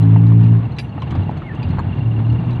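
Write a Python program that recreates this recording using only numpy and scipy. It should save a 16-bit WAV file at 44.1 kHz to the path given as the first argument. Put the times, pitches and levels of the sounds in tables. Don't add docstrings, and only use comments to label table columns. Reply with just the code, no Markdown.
import sys
import numpy as np
from scipy import signal
from scipy.io import wavfile

SR = 44100
rng = np.random.default_rng(int(sys.argv[2]) if len(sys.argv) > 2 else 0)


def voltage_ratio(decibels):
    exponent = np.asarray(decibels, float) / 20
    return 10 ** exponent


def dump(signal):
    limited = np.clip(np.atleast_2d(signal).T, -1, 1)
    pcm = np.round(limited * 32767).astype(np.int16)
    wavfile.write(sys.argv[1], SR, pcm)


N = 114660


def at_hz(points, hz):
    point_hz, point_db = np.array(points).T
    return np.interp(np.log(hz), np.log(point_hz), point_db)


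def rms_one(x):
    return x / np.sqrt(np.mean(x ** 2) + 1e-20)


def in_time(rows):
    start_s, *columns = np.transpose(rows)
    return [np.interp(np.arange(N) / SR, start_s, column) for column in columns]


def gate(rows, fade_s):
    t = np.arange(N) / SR
    inside_s = np.minimum(t - rows[0][0], rows[-1][0] - t)
    return np.clip(inside_s / fade_s + 1, 0, 1)


def drift(rate_hz):
    r = np.exp(-80 * np.pi * rate_hz / SR)
    white = rng.standard_normal(N // 40 + 2002)
    slow = signal.lfilter([1], [1, -2 * r, r * r], white)[2000:]
    return np.interp(np.arange(N) / 40, np.arange(len(slow)), slow / slow.std())


def ring(x, hz, t60_s):
    r, w = voltage_ratio(-60 / (t60_s * SR)), 2 * np.pi * hz / SR
    return signal.lfilter([0, np.sin(w)], [1, -2 * r * np.cos(w), r * r], x + 1e-18)


def ring_twice(x, hz, t60_s):
    return ring(ring(x, hz, t60_s), hz, t60_s)


def dull(x, hz):
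    return signal.sosfilt(signal.butter(10, hz, fs=SR, output="sos"), x)


def banded_noise(spectrum, low_hz, high_hz, patchy_db, count):
    out, together = 0, drift(18.0)
    edges = np.geomspace(low_hz, high_hz, count)
    white = rng.standard_normal((2, N))
    for k, (lo, hi) in enumerate(zip(edges, edges[1:])):
        sos = signal.butter(2, [lo, hi], "band", fs=SR, output="sos")
        band = signal.sosfilt(sos, white[k % 2])
        flicker_db = patchy_db * (1.14 * together + drift(10.0))
        out = out + band * voltage_ratio(at_hz(spectrum, np.sqrt(lo * hi)) + flicker_db)
    return rms_one(out)


def struck(events, modes, contact_s, bounce_s, trim_db, favours_pitch=False):
    out, span = np.zeros(N + SR), int(.3 * SR)
    t = np.arange(span) / SR
    bounce = 0.19 * (t > bounce_s) * np.exp(-np.abs(t - bounce_s) / contact_s)
    force = np.exp(-t / contact_s) + bounce
    for start_s, level_db, *pitch_hz in events:
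        bursts = rng.standard_normal((len(modes), span)) * force
        scale = pitch_hz[0] if pitch_hz and not favours_pitch else 1
        hit = 0
        for burst, (mode, mode_db, t60_s) in zip(bursts, modes):
            if favours_pitch:
                mode_db = mode_db - 16 * abs(np.log2(mode / pitch_hz[0]))
            hit = hit + voltage_ratio(mode_db) * ring(burst, mode * scale, np.clip(t60_s, .005, .25))
        i = int(start_s * SR)
        out[i:i + span] += voltage_ratio(level_db + trim_db) * hit / np.abs(hit).max()
    return out[:N]


# start_s, firing_hz, level_db
FIRST_PULL = [
    (0, 54.85, -10.5),
    (.1, 54.9, -7),
    (.25, 56.2, -7.5),
    (.45, 56.82, -8.5),
    (.565, 56.84, -10),
    (.6, 55.8, -14.5),
    (.625, 57.5, -27),
    (.67, 60.7, -18.5),
    (.7, 56.7, -50),
]
# multiple of firing rate, level_db, drift_db_per_s
FIRST_ORDERS = [(1, -27.5, -11), (2, 1.5, 5.5), (3, -7, -5), (4, -20.5, 18.5), (5, -17, -11.5),
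                (6, -40, -20.5), (7, -35, 6.5), (8, -40.5, -22)]
# start_s, firing_hz, level_db
SECOND_PULL = [
    (1.8, 32, -37.5),
    (1.95, 35.06, -28.5),
    (2.06, 38.12, -14.5),
    (2.18, 36.85, -17),
    (2.33, 38.44, -11.5),
    (2.43, 40.83, -22),
    (2.48, 39.38, -12.5),
    (2.6, 41, -19.5),
]
# multiple of firing rate, level_db, drift_db_per_s
SECOND_ORDERS = [(1, -30, 0.5), (2, -20, -2), (3, 0.5, -2.5), (4, -18.5, 17.5), (5, -31, -1),
                 (6, -20.5, 28), (7, -26, -11.5), (8, -22, -3.5)]


def pull_drone(pull, orders, wobble_db, lag):
    firing_hz, level_db = in_time(pull)
    phase = 2 * np.pi * np.cumsum(firing_hz) / SR
    from_middle_s = (np.arange(N) / SR - (pull[0][0] + pull[-1][0]) / 2).clip(-.4, .4)
    out = 0
    for k, order_db, slope in orders:
        unsteady_db = wobble_db * np.sqrt(abs(order_db) / 10 + 0.033) * drift(6.0)
        height = voltage_ratio(order_db + slope * from_middle_s + unsteady_db)
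        out = out + height * np.sin(k * phase + lag * k * k)
    return np.sqrt(2) * voltage_ratio(level_db) * gate(pull, 0.011) * out


def engine():
    first = pull_drone(FIRST_PULL, FIRST_ORDERS, wobble_db=1.15, lag=-0.593)
    second = pull_drone(SECOND_PULL, SECOND_ORDERS, wobble_db=2.0, lag=-0.5944)
    return first + second


# pitch_hz, width_hz, level_db
CAB_MODES = [(86.7, 7.1, -8.5), (113.7, 13, -10), (173.3, 10, -3.5), (228.1, 5.1, -15), (280, 100, -2.5)]


def boom(shake_db):
    bumps_per_s = 86
    bumps = (rng.random(N) < bumps_per_s / SR) * rng.uniform(-1, 1, N) * 14
    push = bumps + rng.standard_normal(N)
    out = 0
    for k, (hz, width_hz, level_db) in enumerate(CAB_MODES):
        out = out + (-1) ** k * voltage_ratio(level_db) * rms_one(ring_twice(push, hz, 1.2 / width_hz))
    return voltage_ratio(shake_db + 3.0) * out / 2


# start_s, level_db (peak), pitch_hz
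POTHOLES = [(0.642, -19, 114.4), (0.8, -19.5, 126.3), (0.956, -19.5, 293), (1.172, -8, 95.5),
            (1.261, -14.5, 153), (1.581, -12, 116.8), (1.646, -11, 90), (1.685, -11.5, 155),
            (1.861, -7, 99), (1.992, -11, 141), (2.384, -7, 169.9)]


def thuds():
    out, t = np.zeros(N + SR), np.arange(int(.25 * SR)) / SR
    for start_s, level_db, hz in POTHOLES:
        swing = np.minimum(t / 0.0092, 1) * np.exp(-t * hz / 4.5) * np.sin(2 * np.pi * hz * t)
        i = int(start_s * SR)
        out[i:i + len(t)] += voltage_ratio(level_db) * swing
    return out[:N]


# start_s, level_db (peak), pitch_hz
TRIM_KNOCKS = [(.129, -33, 900), (.160, -17, 880), (.319, -24, 950), (.525, -32, 720), (.978, -24, 850),
               (1.021, -22, 1050), (1.124, -24, 1000), (1.151, -23, 770), (1.293, -15, 720),
               (1.312, -26, 750), (1.419, -27, 1300), (1.58, -31, 1170), (1.772, -26, 1000),
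               (1.784, -15, 900), (1.791, -19, 1080), (1.799, -23, 820), (1.885, -29, 800),
               (2.267, -30, 690), (2.512, -30, 680)]
# ratio to the knock's pitch, level_db, t60_s
PANEL_MODES = [(.82, -5, .03), (1.0, 0, .035), (1.15, -3, .035), (1.5, -9, .025), (2.2, -15, .02)]


def trim_knocks():
    return dull(struck(TRIM_KNOCKS, PANEL_MODES, 0.00081, 0.0052, trim_db=1.5), 3000)


# start_s, level_db (peak)
LEVER_CLANKS = [
    (.785, -22),
    (.789, -21.5),
    (.798, -27.5),
]
# start_s, level_db (peak)
SOFT_TOUCHES = [
    (.845, -40.5),
    (1.629, -24),
]
# pitch_hz, level_db, t60_s
LEVER_MODES = [(1700, -7, .04), (2020, -4, .05), (2330, -1, .05), (2500, 0, .045), (2710, 0, .055),
               (3400, -15, .05), (3930, -6, .06), (4743, -7, .05), (5370, -19, .07), (6300, -21, .04),
               (7280, -31, .25), (8140, -27, .07), (8760, -27, .16), (5910, -36, .25)]
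# pitch_hz, level_db, t60_s
COLLAR_MODES = [(7558, -3, .07), (10630, -5, .16), (10770, -7, .11), (11020, -7, .22), (11290, -3, .066),
                (12050, -12, .05), (14100, -14, .035), (14600, -13, .04), (15060, -14, .06)]
# start_s, level_db (peak)
COLLAR_TOUCH = [
    (1.793, -54),
]
# pitch_hz, level_db, t60_s
COLLAR_TOUCH_MODE = [(7270, 0, .06)]


def lever():
    clank = dull(struck(LEVER_CLANKS, LEVER_MODES, 0.00082, 0.0016, trim_db=2.5), 8600)
    collar = struck(LEVER_CLANKS, COLLAR_MODES, 0.00066, 0.0077, trim_db=-27.0)
    touch = struck(COLLAR_TOUCH, COLLAR_TOUCH_MODE, .001, .004, trim_db=1.5)
    soft = struck(SOFT_TOUCHES, LEVER_MODES[3:8], 0.0012, 0.0035, trim_db=-4.0)
    return clank + collar + touch + soft


# start_s, level_db (peak), pitch_hz (favoured)
METAL_TICKS = [(.05, -49, 4500), (.266, -41.5, 4700), (.285, -50, 6100), (.437, -43, 4700),
               (.654, -54, 5500), (.785, -28, 4000), (.797, -35, 4000), (1.019, -30, 3000),
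               (1.107, -44, 7500), (1.108, -34, 3000), (1.152, -42, 5000), (1.307, -55.5, 6100),
               (1.372, -50, 6300), (1.549, -48, 6100), (1.628, -38, 4000), (1.688, -47, 5000),
               (1.77, -48, 2500), (1.948, -59, 6100), (1.985, -55, 6100), (2.186, -62.5, 4500),
               (2.289, -60, 7000), (2.323, -47, 5500), (2.402, -57, 5500), (2.457, -55, 6100),
               (2.506, -42, 4000), (2.558, -54, 6500)]
# pitch_hz, level_db, t60_s
METAL_MODES = [(2300, 1, 0.033), (3080, 8, 0.0092), (3940, 8, .01), (4690, -2, 0.0088), (5500, -14, 0.0027),
               (6300, -7.5, .01), (7420, -10.5, 0.005), (8550, -6, 0.008)]


def metal_ticks():
    ticks = struck(METAL_TICKS, METAL_MODES, 0.0064, 0.0082, trim_db=3.5, favours_pitch=True)
    return dull(ticks, 8600)


def grit():
    touches_per_s = 60
    born = (rng.random(N) < touches_per_s / SR) * voltage_ratio(4.8 * rng.exponential(1, N).clip(0, 1.8))
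    decay = np.exp(-1 / (0.0038 * SR))
    burst = signal.lfilter([1], [1, -decay], born) * rng.standard_normal(N)
    rung = sum(voltage_ratio(level_db - 24) * ring(burst, hz, t60_s) for hz, level_db, t60_s in METAL_MODES[3:])
    return dull(voltage_ratio(-66) * rung, 8600)


MOUNT_HZ = 2750
# start_s, level_db (peak)
MOUNT_SQUEAKS = [(.002, -42), (0.171, -39.5), (0.1935, -45), (0.246, -45), (0.436, -45), (0.484, -43),
                 (0.519, -45.5), (0.849, -40.5), (0.985, -44.5), (1.26, -44.5), (1.368, -42.5),
                 (1.468, -46), (1.978, -43), (2.425, -50), (0.652, -42.5), (0.925, -42), (1.0334, -36.5),
                 (1.076, -41.5), (1.2225, -38.5), (1.2755, -39.5), (1.427, -43.5), (1.564, -40),
                 (1.6008, -37), (1.6474, -37), (1.7014, -41), (1.833, -40.5), (1.8911, -40.5), (1.93, -35),
                 (1.965, -46), (2.008, -35), (2.06, -38.5), (2.1144, -36.5), (2.164, -36.5), (2.2523, -36),
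                 (2.3036, -34.5), (2.3501, -40.5), (2.388, -35.5), (2.4486, -41), (2.4775, -42.5),
                 (2.494, -40), (2.55, -41.5), (2.575, -39.5)]


def squeaks():
    length_s, lead_s, drop_hz = .024, .005, 170
    out, t = np.zeros(N + SR), np.arange(int(length_s * SR)) / SR
    chance = rng.standard_normal((len(MOUNT_SQUEAKS), 2))
    for (start_s, level_db), (detune, dent) in zip(MOUNT_SQUEAKS, chance):
        hz = MOUNT_HZ + 15 * detune + drop_hz * np.exp(-t / 0.0048)
        progress = np.minimum(t / length_s * (1 + .3 * abs(dent)), 1)
        stutter = 1 + .4 * np.cos(2 * np.pi * 130 * t + dent)
        shape = np.sin(np.pi * progress ** .8) * stutter
        i = max(int((start_s - lead_s) * SR), 0)
        out[i:i + len(t)] += voltage_ratio(level_db - 1.5) * shape * np.sin(2 * np.pi * np.cumsum(hz) / SR)
    return out[:N]


def rub():
    level = voltage_ratio(-60 + 3.5 * drift(25.0))
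    whistle = ring_twice(rng.standard_normal(N), MOUNT_HZ, .008)
    return level * rms_one(whistle)


# start_s, pitch_hz, level_db
SEAT_CREAK = [
    (1.44, 2190, -46),
    (1.47, 2170, -43.5),
    (1.49, 2050, -37.5),
    (1.505, 1747, -37.5),
    (1.52, 1824, -33),
    (1.535, 1720, -45),
]


def creak():
    hz, level_db = in_time(SEAT_CREAK)
    level = voltage_ratio(level_db - 1.5 + 2.2 * drift(80.0))
    phase = 2 * np.pi * np.cumsum(hz + 15 * drift(73.0)) / SR
    return np.sqrt(2) * level * gate(SEAT_CREAK, .008) * np.sin(phase)


# start_s, level_db (peak), pitch_hz
BRACKET_CHIRPS = [(.024, -43, 2030), (.7203, -46, 2100), (.7657, -43, 2000), (.893, -51.5, 2160),
                  (1.002, -47.5, 2030), (1.0784, -53, 2080), (1.233, -48, 1980), (1.3718, -48.5, 2160),
                  (1.706, -43, 2100), (1.7903, -40, 2130), (2.262, -52.5, 2010), (2.2988, -47, 2140),
                  (2.5296, -43.5, 1960)]
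BRACKET_HARMONICS = [-5, 0, -18, -27]


def chirps():
    length_s = .02
    out, t = np.zeros(N + SR), np.arange(int(length_s * SR)) / SR
    shape = np.sin(np.pi * (t / length_s) ** 0.25)
    for (start_s, level_db, hz), dent in zip(BRACKET_CHIRPS, rng.standard_normal(len(BRACKET_CHIRPS))):
        phase = 2 * np.pi * hz * t + .15 * np.sin(2 * np.pi * 150 * t + dent)
        tone = sum(voltage_ratio(db) * np.sin((k + 1) * phase) for k, db in enumerate(BRACKET_HARMONICS))
        i = int(start_s * SR)
        out[i:i + len(t)] += voltage_ratio(level_db - 0.5) * shape * tone
    return out[:N]


# pitch_hz, level_db (per Hz)
CAB_SPECTRUM = [(25, -27), (90, 0.5), (127, 2.5), (512, -24.5), (843, -21), (1250, -30), (2720, -38),
                (4490, -48.5)]


def cab_rumble(shake_db):
    level_db = -26 + 4.0 + 0.28 * (shake_db - shake_db.mean())
    noise = banded_noise(CAB_SPECTRUM, 25.8, 4436, patchy_db=1.2, count=24)
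    return dull(voltage_ratio(level_db) * noise, 4300)


# pitch_hz, level_db (per Hz)
AIR_SPECTRUM = [(4700, -1.5), (5800, -6), (8500, -8.5), (10000, -14), (15500, -19.5)]


def air():
    load = gate(FIRST_PULL[:6], .05)
    return voltage_ratio(-74 + 1.5 * load) * banded_noise(AIR_SPECTRUM, 3500, 12000, patchy_db=.5, count=8)


def mic_hiss():
    load = gate(FIRST_PULL[:6], .04)
    return voltage_ratio(-86.5 + 3.5 * load) * rng.standard_normal(N)


# start_s, level_db
ROAD_SHAKE = [(0, -24.5), (.5, -31), (.72, -36.5), (.93, -46.5), (1.15, -25), (1.35, -34), (1.55, -36),
              (1.75, -24), (1.95, -28.5), (2.3, -32.5), (2.6, -27.5)]


def scene():
    shake_db, = in_time(ROAD_SHAKE)
    motor = engine()
    background = cab_rumble(shake_db) + air() + mic_hiss()
    rattles = trim_knocks() + metal_ticks() + grit() + lever()
    slips = squeaks() + creak() + chirps() + rub()
    road = boom(shake_db) + thuds()
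    return (road - motor + rattles + slips + background)[None]


def top_cut(x):
    return signal.sosfilt(signal.butter(12, 15650, fs=SR, output="sos"), x)


def record(dry):
    loud = 1.275 * np.tanh(dry / 1.488)
    return top_cut(loud)


dry = scene()
out = record(dry)
dump(out)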